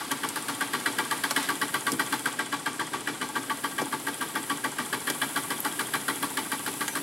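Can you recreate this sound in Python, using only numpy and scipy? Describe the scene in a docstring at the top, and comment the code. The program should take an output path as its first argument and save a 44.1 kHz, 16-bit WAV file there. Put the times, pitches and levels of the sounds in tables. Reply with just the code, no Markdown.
"""Knocks, puffs and thumps repeat over a soft whirr and hiss: two model steam engines, close by on a workbench.
The beam engine slows from eight turns a second to seven; its slack joints excite the modes of linkage and
bench, and each release of steam rings its chimney. The other engine whirrs, swelling with each stroke.
Turbulent leaks make the boilers hiss, things click or get bumped now and then, and an arm reaching across
casts an acoustic shadow in the treble. The small workshop adds brief reflections."""
import sys
import numpy as np
from scipy import signal
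from scipy.fft import rfft, irfft
from scipy.io import wavfile

SR = 44100
rng = np.random.default_rng(int(sys.argv[2]) if len(sys.argv) > 2 else 0)


def to_wav(s):
    """Save 16-bit WAV."""
    ch = np.atleast_2d(s).T  # columns
    pcm = np.round(np.clip(ch, -1, 1) * 32767)  # PCM
    wavfile.write(sys.argv[1], SR, pcm.astype(np.int16))


N = 309582
TIME = np.arange(N) / SR
TAIL = TIME[:SR // 4]

# modes of beam, rods and flywheel: frequency_hz, t60_s, level_db
LINKAGE_MODES = [(1382, 0.086, -3.5), (1492, 0.043, -0.5), (1606, 0.055, 5), (1667, 0.058, -2.5),
                 (1805, 0.046, -10), (1883, 0.056, 2.5), (1967, 0.083, 0), (2160, 0.038, -0.5),
                 (2305, 0.037, -7), (2336, 0.14, -5.5), (3000, 0.036, 0.5), (3200, 0.061, -1),
                 (3400, 0.044, -2), (4047, 0.12, -10), (4697, .035, -5.5)]
# modes of the base plate on the bench top: frequency_hz, t60_s, level_db
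BENCH_MODES = [(123.7, 0.15, -10), (144, 0.14, -7), (214, 0.18, -7.5), (245, 0.2, -5), (285.4, 0.18, 2.5),
               (323.7, 0.25, -6.5), (382.6, 0.24, -4), (443, 0.15, -5), (479.3, 0.15, -5.5),
               (607, 0.23, -12)]
# spectrum of a steam jet: frequency_hz, density_db
STEAM_SPECTRUM = [(300, -20.5), (900, 2), (2200, 0), (2700, -4.5), (3200, -2), (4800, -4.5), (6500, -10.5),
                  (9000, -10), (12500, -15.5), (16000, -30)]


def undb(db):
    """Amplitude ratio of a level in decibels."""
    return 10 ** (np.asarray(db) / 20)


def unit(response):
    """Normalisation to unit energy."""
    return response / np.sqrt(np.sum(response ** 2))


def through(x, response):
    """Convolution of a signal with an impulse response."""
    return signal.oaconvolve(x, response)[:N]


def curve(points, t=TIME):
    """Linear interpolation between (time, value) points."""
    return np.interp(t, *np.transpose(points))


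def fade(t60):
    """Exponential decay of 60 dB in t60 seconds."""
    return np.exp(-np.log(1000) * TAIL / t60)


def modes(table):
    """Superposition of damped modes; alternating signs make the ring take a moment to build."""
    return unit(sum((-1) ** k * undb(db) * fade(t60) * np.sin(2 * np.pi * hz * TAIL)
                    for k, (hz, t60, db) in enumerate(table)))


def colour(points, size=4096):
    """Minimum-phase response with the given spectrum, by folding the cepstrum."""
    hz, db = np.transpose(points)
    bin_hz = np.arange(size // 2 + 1) * SR / size
    gain = undb(np.interp(np.log(bin_hz + 1), np.log(hz), db))
    cepstrum = irfft(np.log(gain))
    cepstrum[1:size // 2] *= 2
    cepstrum[size // 2 + 1:] = 0
    return unit(irfft(np.exp(rfft(cepstrum))))


def noise():
    """White Gaussian noise."""
    return rng.standard_normal(N)


def walk(rate_hz):
    """Interpolated random fluctuation with a spread near 1."""
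    return np.interp(TIME * rate_hz, np.arange(N), noise())


def blows(times, db, rough=0., chatter_s=.002):
    """Impulsive excitation; roughness spreads each impact's energy over a chatter of small contacts."""
    out = np.zeros(N)
    shape = np.exp(-TAIL[:SR // 20] / chatter_s)
    for s, gain in zip(times, undb(db)):
        push = rough * unit(shape * rng.standard_normal(len(shape)))
        push[0] += 1
        at = int(s * SR) + np.arange(len(push))
        inside = (at >= 0) & (at < N)
        out[at[inside]] += gain * unit(push)[inside]
    return out


def puffs(times, db, open_s, hold_s, decay_s):
    """Turbulent noise follows the flow: the port opens, holds briefly, and the pressure drains."""
    flow = (1 - np.exp(-TAIL / open_s)) * np.exp(-np.maximum(TAIL - hold_s, 0) / decay_s)
    return through(blows(np.maximum(times, 0), db), flow) * noise()


def pops(times, db, start_hz, end_hz, length_s, skew, scatter):
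    """Cavity resonance: gargling pops whose pitch falls as the steam pocket in the pipe grows."""
    out = np.zeros(N + SR)
    gargle = 1 + .45 * (walk(650) + 1j * walk(650))
    for s, gain, (detune, stretch) in zip(times, undb(db), rng.standard_normal((len(times), 2))):
        progress = np.linspace(0, 1, int(SR * length_s * np.exp(0.16 * stretch)))
        hz = start_hz * (end_hz / start_hz) ** progress * (1 + scatter * detune)
        at = max(int(s * SR), 0)
        swing = np.exp(2j * np.pi * np.cumsum(hz) / SR)
        swing *= gargle.take(at + np.arange(len(hz)), mode="clip")
        envelope = np.sin(np.pi * progress ** skew)
        out[at:at + len(hz)] += gain * unit(envelope * swing.imag) * (s > 0)
    return out[:N]


def snap(s, db, centre_hz, width_hz, decay_s):
    """A band-limited transient: bright noise that dies within milliseconds."""
    burst = (TIME >= s) * np.exp(-np.abs(TIME - s) / decay_s) * noise()
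    softened = signal.sosfilt(signal.butter(4, 13500, fs=SR, output="sos"), burst)
    band = signal.iirpeak(centre_hz, centre_hz / width_hz, fs=SR)
    return undb(db) * np.sqrt(SR / 2 / width_hz) * signal.lfilter(*band, softened)


def rumble():
    """Low room noise; a deep part in antiphase makes the two ears differ."""
    # workshop background: frequency_hz, density_db
    spectrum = [(20, -9), (40, -16), (55, 2), (70, 3), (85, -4), (120, -24), (400, -47)]
    common = undb(-71.5) * through(noise(), colour(spectrum, size=16384))
    deep = undb(-83) * through(noise(), colour([(20, 0), (45, -6), (200, -40)], size=16384))
    return np.array([common + deep, common - deep])


def workshop(x, t60=0.22, build_s=0.0039):
    """Diffuse reverberation of a cluttered room, thinner and duller than the direct sound."""
    tail = rng.standard_normal(len(TAIL)) * fade(t60) * (1 - np.exp(-TAIL / build_s))
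    return through(signal.lfilter(*signal.butter(1, [500, 7000], "band", fs=SR), x), unit(tail))


def early_reflections(x, t60=0.048):
    """Scattering off the boilers and the bench gives a very short tail."""
    return through(x, unit(rng.standard_normal(len(TAIL)) * fade(t60)))


def direct_path(x, shadow_hz=9500, bass_hz=100):
    """An arm's acoustic shadow varies the treble, and such small bodies radiate almost no bass."""
    # treble gain as the arm moves: time_s, gain_db
    shadow = [(2.2, 2), (2.42, -2.5), (3.15, -2), (3.6, 3.5), (4.5, 3.5), (4.75, 0), (5.05, 4)]
    low = signal.sosfiltfilt(signal.butter(5, shadow_hz, fs=SR, output="sos"), x)
    shaded = low + (x - low) * undb(curve(shadow))
    return signal.sosfilt(signal.butter(8, bass_hz, "high", fs=SR, output="sos"), shaded)


def mill_engine(turn_hz=24, throb_db=2.0):
    """Amplitude modulation: the whirr of the fast, light horizontal engine swells with each stroke."""
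    # running noise: frequency_hz, density_db
    whirr = [(80, -14.5), (110, 2.5), (200, 2.5), (290, 10.5), (430, 0.5), (580, -4), (900, 1.5),
             (1700, -7.5), (2700, -10), (3300, -6), (6000, -12.5), (12000, -42)]
    turns = np.cumsum(turn_hz * (1 + 0.024 * walk(1.88))) / SR
    running = noise() * undb(throb_db * np.cos(2 * np.pi * turns) + 0.5 * walk(40))
    return undb(-43) * through(running, colour(whirr)) + undb(-57) * through(running, modes(LINKAGE_MODES))


def boilers():
    """Jet noise: leaking steam sizzles, and once a gush of wet steam joins it."""
    # strength of the leak: time_s, relative_level_db
    leak = [(0, -40.5), (1.4, -37.5), (2.1, -37.5), (2.5, -40), (4.1, -40.5), (4.85, -39), (5.16, -37.5),
            (7.02, -37.5)]
    # spectrum of the leak: frequency_hz, density_db
    hiss_spectrum = [(2500, -1), (4500, -9.5), (6300, -7.5), (7700, 1.5), (8900, 1.5), (9600, 0),
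                     (10900, 3), (12200, -6), (14000, -11.5), (16000, -16)]
    # a gush of wet steam: time_s, level_db
    gush_levels = [(1.34, -45), (1.37, -35.5), (1.44, -33.5), (1.49, -43), (1.54, -68)]
    hiss_db = curve(leak) + 0.55 * walk(25) + 0.93 * walk(600) - 3.0
    hiss = through(noise() * undb(hiss_db), colour(hiss_spectrum))
    gush = through(noise() * undb(curve(gush_levels)), colour(STEAM_SPECTRUM))
    return hiss + gush


def stray_clicks():
    """Noise transients: two short bright clicks, the first probably a switch being released."""
    # the clicks: start_s, level_db, centre_hz, width_hz, decay_s
    clicks = [(.288, -25, 7250, 4940, 0.004), (5.604, -23, 13500, 2400, 0.0016)]
    return sum(snap(*click) for click in clicks)


def squeak():
    """Friction makes a dry bearing sing for a moment."""
    # course of the squeak: time_s, pitch_hz, level_db
    glide = [(6.821, 6460, -65), (6.858, 6430, -50), (6.88, 6080, -47), (6.932, 6030, -45),
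             (6.98, 5900, -58)]
    s, hz, db = np.transpose(glide)
    cycles = np.cumsum(np.interp(TIME, s, hz) * (1 + 0.0092 * walk(220))) / SR
    envelope = undb(np.interp(TIME, s, db) + 2 * walk(60)) * (TIME > s[0]) * (TIME < s[-1])
    return envelope * np.sin(2 * np.pi * cycles)


def bumps():
    """Stray impacts snap at the contact and set bench, metalwork and base plates in free vibration."""
    # knocks on bench and frames: start_s, thump_db, ring_db, clack_db, snap_db, snap_hz
    knocks = [(0.115, -28, -4, -16, -23.5, 7200), (1.309, -12, -9, -1.5, -22, 4040),
              (1.919, -1, -24, -11, -24, 7200), (1.938, -3, -30, -17, -50, 4000),
              (3.816, -6, -27, -3, -48, 4000), (5.1, -4.5, -6, -8, -22.5, 3500),
              (6.88, -32, -4.5, -10.5, -25.5, 3970)]
    # dull clack of a base plate: frequency_hz, density_db
    clack_spectrum = [(200, -20), (420, 0), (900, 5), (2200, -10), (3500, -23), (5500, -10), (9000, -14),
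                      (16000, -45)]
    s, thump_db, ring_db, clack_db, snap_db, snap_hz = np.transpose(knocks)
    thump = through(blows(s, thump_db, rough=0.26, chatter_s=0.0053), modes(BENCH_MODES))
    ring = through(blows(s, ring_db, rough=0.86, chatter_s=0.003), modes(LINKAGE_MODES))
    contact = sum(snap(*hit, width_hz=8900, decay_s=0.0058) for hit in zip(s, snap_db, snap_hz))
    clack = through(blows(s, clack_db, rough=7.5, chatter_s=0.0095), colour(clack_spectrum))
    return contact + thump + ring + clack


def gulp():
    """Cavity resonance: a slug of condensed water glugs in the exhaust pipe."""
    # the slug: start_s, level_db
    slugs = [(3.814, -5.5)]
    s, db = np.transpose(slugs)
    return pops(s, db, start_hz=677, end_hz=354, length_s=0.0237, skew=1.3, scatter=.01)


def flywheel(first_turn_s=-0.0165):
    """Speed integrates to rotation: each turn gets a start time and knock, exhaust and click drives."""
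    # speed of the beam engine: time_s, turns_per_s
    speed = [(0.0, 8.014), (1.8, 7.9162), (2.4, 7.4291), (2.6, 7.4169), (3.2, 7.0725), (4.4, 6.9549),
             (4.6, 6.9755), (7.02, 6.8644)]
    # how hard it works: time_s, force_db, click_db
    effort = [(0, -2, -8.5), (.36, -5.5, -.5), (.75, 2.3, 1), (1.35, 2.5, 4), (1.6, 0, 1.5), (2.12, 3, 3),
              (2.5, -1.7, -1), (3.6, 0.3, -4.5), (3.92, -3, -4.5), (4.6, 1.2, -2), (5.22, -.3, -.5),
              (5.9, 2, 1.5), (6.95, -5.5, 0)]
    t = first_turn_s + TIME
    turns = np.cumsum(curve(speed, t)) / SR
    s = np.interp(np.arange(turns[-1]), turns, t)
    when, force_db, click_db = np.transpose(effort)
    stroke_db = np.interp(s, when, force_db)
    # no two strokes are alike
    knock_jitter, exhaust_jitter, click_jitter = rng.standard_normal((len(s), 3)).T
    knock_db = 1.1 + 1.05 * stroke_db + 1.5 * knock_jitter
    exhaust_db = -1.42 + 0.53 * stroke_db + 0.47 * exhaust_jitter
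    return s, knock_db, exhaust_db, np.interp(s, when, click_db) + 0.1 * click_jitter


def valve(beats):
    """The slide valve's high modes are struck at each reversal and blown by steam on both strokes."""
    # modes of the small valve gear: frequency_hz, t60_s, level_db
    gear_modes = [(6750, 0.024, -3), (7700, 0.02, 5.5), (8460, 0.075, -1), (8900, 0.05, 4),
                  (9040, 0.035, 1), (12900, .03, -10), (12800, .012, -4)]
    return_modes = [(7430, 0.0031, 0), (8250, .003, -1), (8920, 0.0064, 0)]
    s, _, _, click_db = beats
    return_s = s + .53 * np.gradient(s)
    return_tick = blows(return_s, 0.47 * click_db - 13.0, rough=2.3, chatter_s=0.0022)
    ticks = blows(s, click_db - 14, rough=0.99, chatter_s=0.003) + 0.45 * return_tick
    strokes = np.concatenate([s, return_s])
    leak = puffs(strokes, np.full(len(strokes), -49), open_s=0.016, hold_s=0.0086, decay_s=0.027)
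    return through(ticks + leak, modes(gear_modes)) + through(return_tick, modes(return_modes))


def crack(beats):
    """Sudden pressure release: each chuff starts with a short crack as the exhaust port opens."""
    # first crack of steam: frequency_hz, density_db
    spectrum = [(1000, -33), (3000, 5), (5000, 4), (6500, -9), (9000, -2), (11000, -1.5), (13200, -3),
                (14500, -12), (16000, -15)]
    s, _, _, click_db = beats
    release = blows(s + .0012, 1.34 * click_db - 13.0, rough=3.4, chatter_s=0.0024)
    return through(release, colour(spectrum))


def exhaust(beats):
    """Pipe resonance: one chuff a turn, a bright pop sinking to a hollow one; the return stroke sighs."""
    # modes of exhaust pipe and chimney: frequency_hz, t60_s, level_db
    chimney_modes = [(660, 0.022, -9), (854.6, 0.074, -1.8), (900, 0.041, -3.5), (964, 0.081, -8),
                     (1143.7, 0.075, 0.5), (1206, 0.022, -2), (1343, 0.041, -11), (1446, 0.029, -3.5),
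                     (1606, 0.049, -4), (1977, 0.035, -6.5)]
    s, knock_db, exhaust_db, click_db = beats
    turn_s = np.gradient(s)
    pop = pops(s - .0035, knock_db - 4.5, 1680, 1573, length_s=0.012, skew=1.25, scatter=0.022)
    pop += pops(s + 0.004055, exhaust_db - 5.5, 1160, 1139, length_s=0.031, skew=0.35, scatter=0.02)
    pop += pops(s + .015, exhaust_db - 8, 937, 828, length_s=0.017, skew=0.33, scatter=0.045)
    chuff = puffs(s, exhaust_db, open_s=0.0021, hold_s=0.014, decay_s=0.019)
    sigh = puffs(s + 0.499 * turn_s, exhaust_db, open_s=0.0017, hold_s=0.011, decay_s=0.0027)
    surge = blows(s + 0.004006, exhaust_db - 4.5, rough=0.48, chatter_s=0.0055)
    chimney = through(undb(-32.5) * chuff + undb(-37.5) * sigh + surge, modes(chimney_modes))
    jet = puffs(s, 0.46 * click_db, open_s=0.0078, hold_s=0.011, decay_s=0.028)
    steam = through(undb(-33) * jet + undb(-45.0) * sigh, colour(STEAM_SPECTRUM))
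    # the barely open port whistles just before the return stroke
    seep = puffs(s + 0.405 * turn_s, .5 * click_db - 44.0, open_s=0.0027, hold_s=0.015, decay_s=0.0036)
    whistle = through(seep, modes([(3310, 0.011, 0)]))
    return pop + chimney + steam + whistle


def clatter(beats):
    """Backlash: slack joints collide several times a turn, exciting the modes of linkage and bench."""
    # contacts in each turn: turn_fraction, ring_db, tick_db, thump_db, scatter_s
    contacts = [(0, -10.5, -10.5, -14.5, 0.000042), (.022, -5.5, -12.5, -7, 0.00027),
                (.115, -10, -10.5, -8.5, .001), (.29, -30, -56, -11.5, 0.0015),
                (.58, -17, -31, -17, 0.0029), (.92, -20, -39, -12, 0.0026)]
    # click of a joint: frequency_hz, density_db
    click_spectrum = [(500, -23.5), (1500, 16.5), (2600, 2.5), (4500, -0.5), (6500, -11), (9000, 4.5),
                      (12500, -1), (16000, -12)]
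    s, knock_db, exhaust_db, click_db = beats
    turn_s = np.gradient(s)
    ring, click, thump = 0, 0, 0
    for fraction, ring_db, tick_db, thump_db, scatter_s in contacts:
        at = s + fraction * turn_s + scatter_s * rng.standard_normal(len(s))
        uneven_db = rng.standard_normal(len(s))
        ring += blows(at, 0.77 * knock_db + ring_db + uneven_db, rough=1.0, chatter_s=0.0059)
        click += blows(at, click_db + tick_db + uneven_db, rough=1.25, chatter_s=0.006)
        thump += blows(at, 0.55 * exhaust_db + thump_db + uneven_db, rough=0.43, chatter_s=0.0082)
    metal = through(ring, modes(LINKAGE_MODES)) + through(click, colour(click_spectrum))
    return metal + through(thump, modes(BENCH_MODES))


def scene():
    """Mid-side stereo: a level difference leans the midrange left, and reflections add slight width."""
    # reflected sound that differs between left and right: frequency_hz, level_db
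    width = [(100, 2), (300, -1), (700, 14), (2000, -9), (4500, 0), (7500, 13.5), (10000, 4.5), (14000, -8)]
    beats = flywheel()
    sources = [clatter(beats) + bumps(), exhaust(beats) + gulp(), mill_engine(),
               boilers() + stray_clicks(), valve(beats) + crack(beats) + squeak()]
    arrivals = [direct_path(x) for x in sources]
    direct = sum(arrivals)
    midrange = signal.lfilter(*signal.butter(1, [150, 2200], "band", fs=SR), direct)
    lean = (undb(1.08) - 1) * midrange
    mid = direct + undb(-12.0) * workshop(direct)
    scattered = through(sum(early_reflections(x) for x in arrivals), colour(width))
    side = lean + undb(-22.5) * scattered + undb(-31.5) * workshop(direct)
    return np.array([mid + side, mid - side]) + rumble()


def record(dry, top_hz=15850):
    """Band limiting: a steep low-pass filter cuts the highest treble."""
    return signal.sosfilt(signal.ellip(12, .2, 80, top_hz, fs=SR, output="sos"), dry)


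dry = scene()
out = record(dry)
to_wav(out)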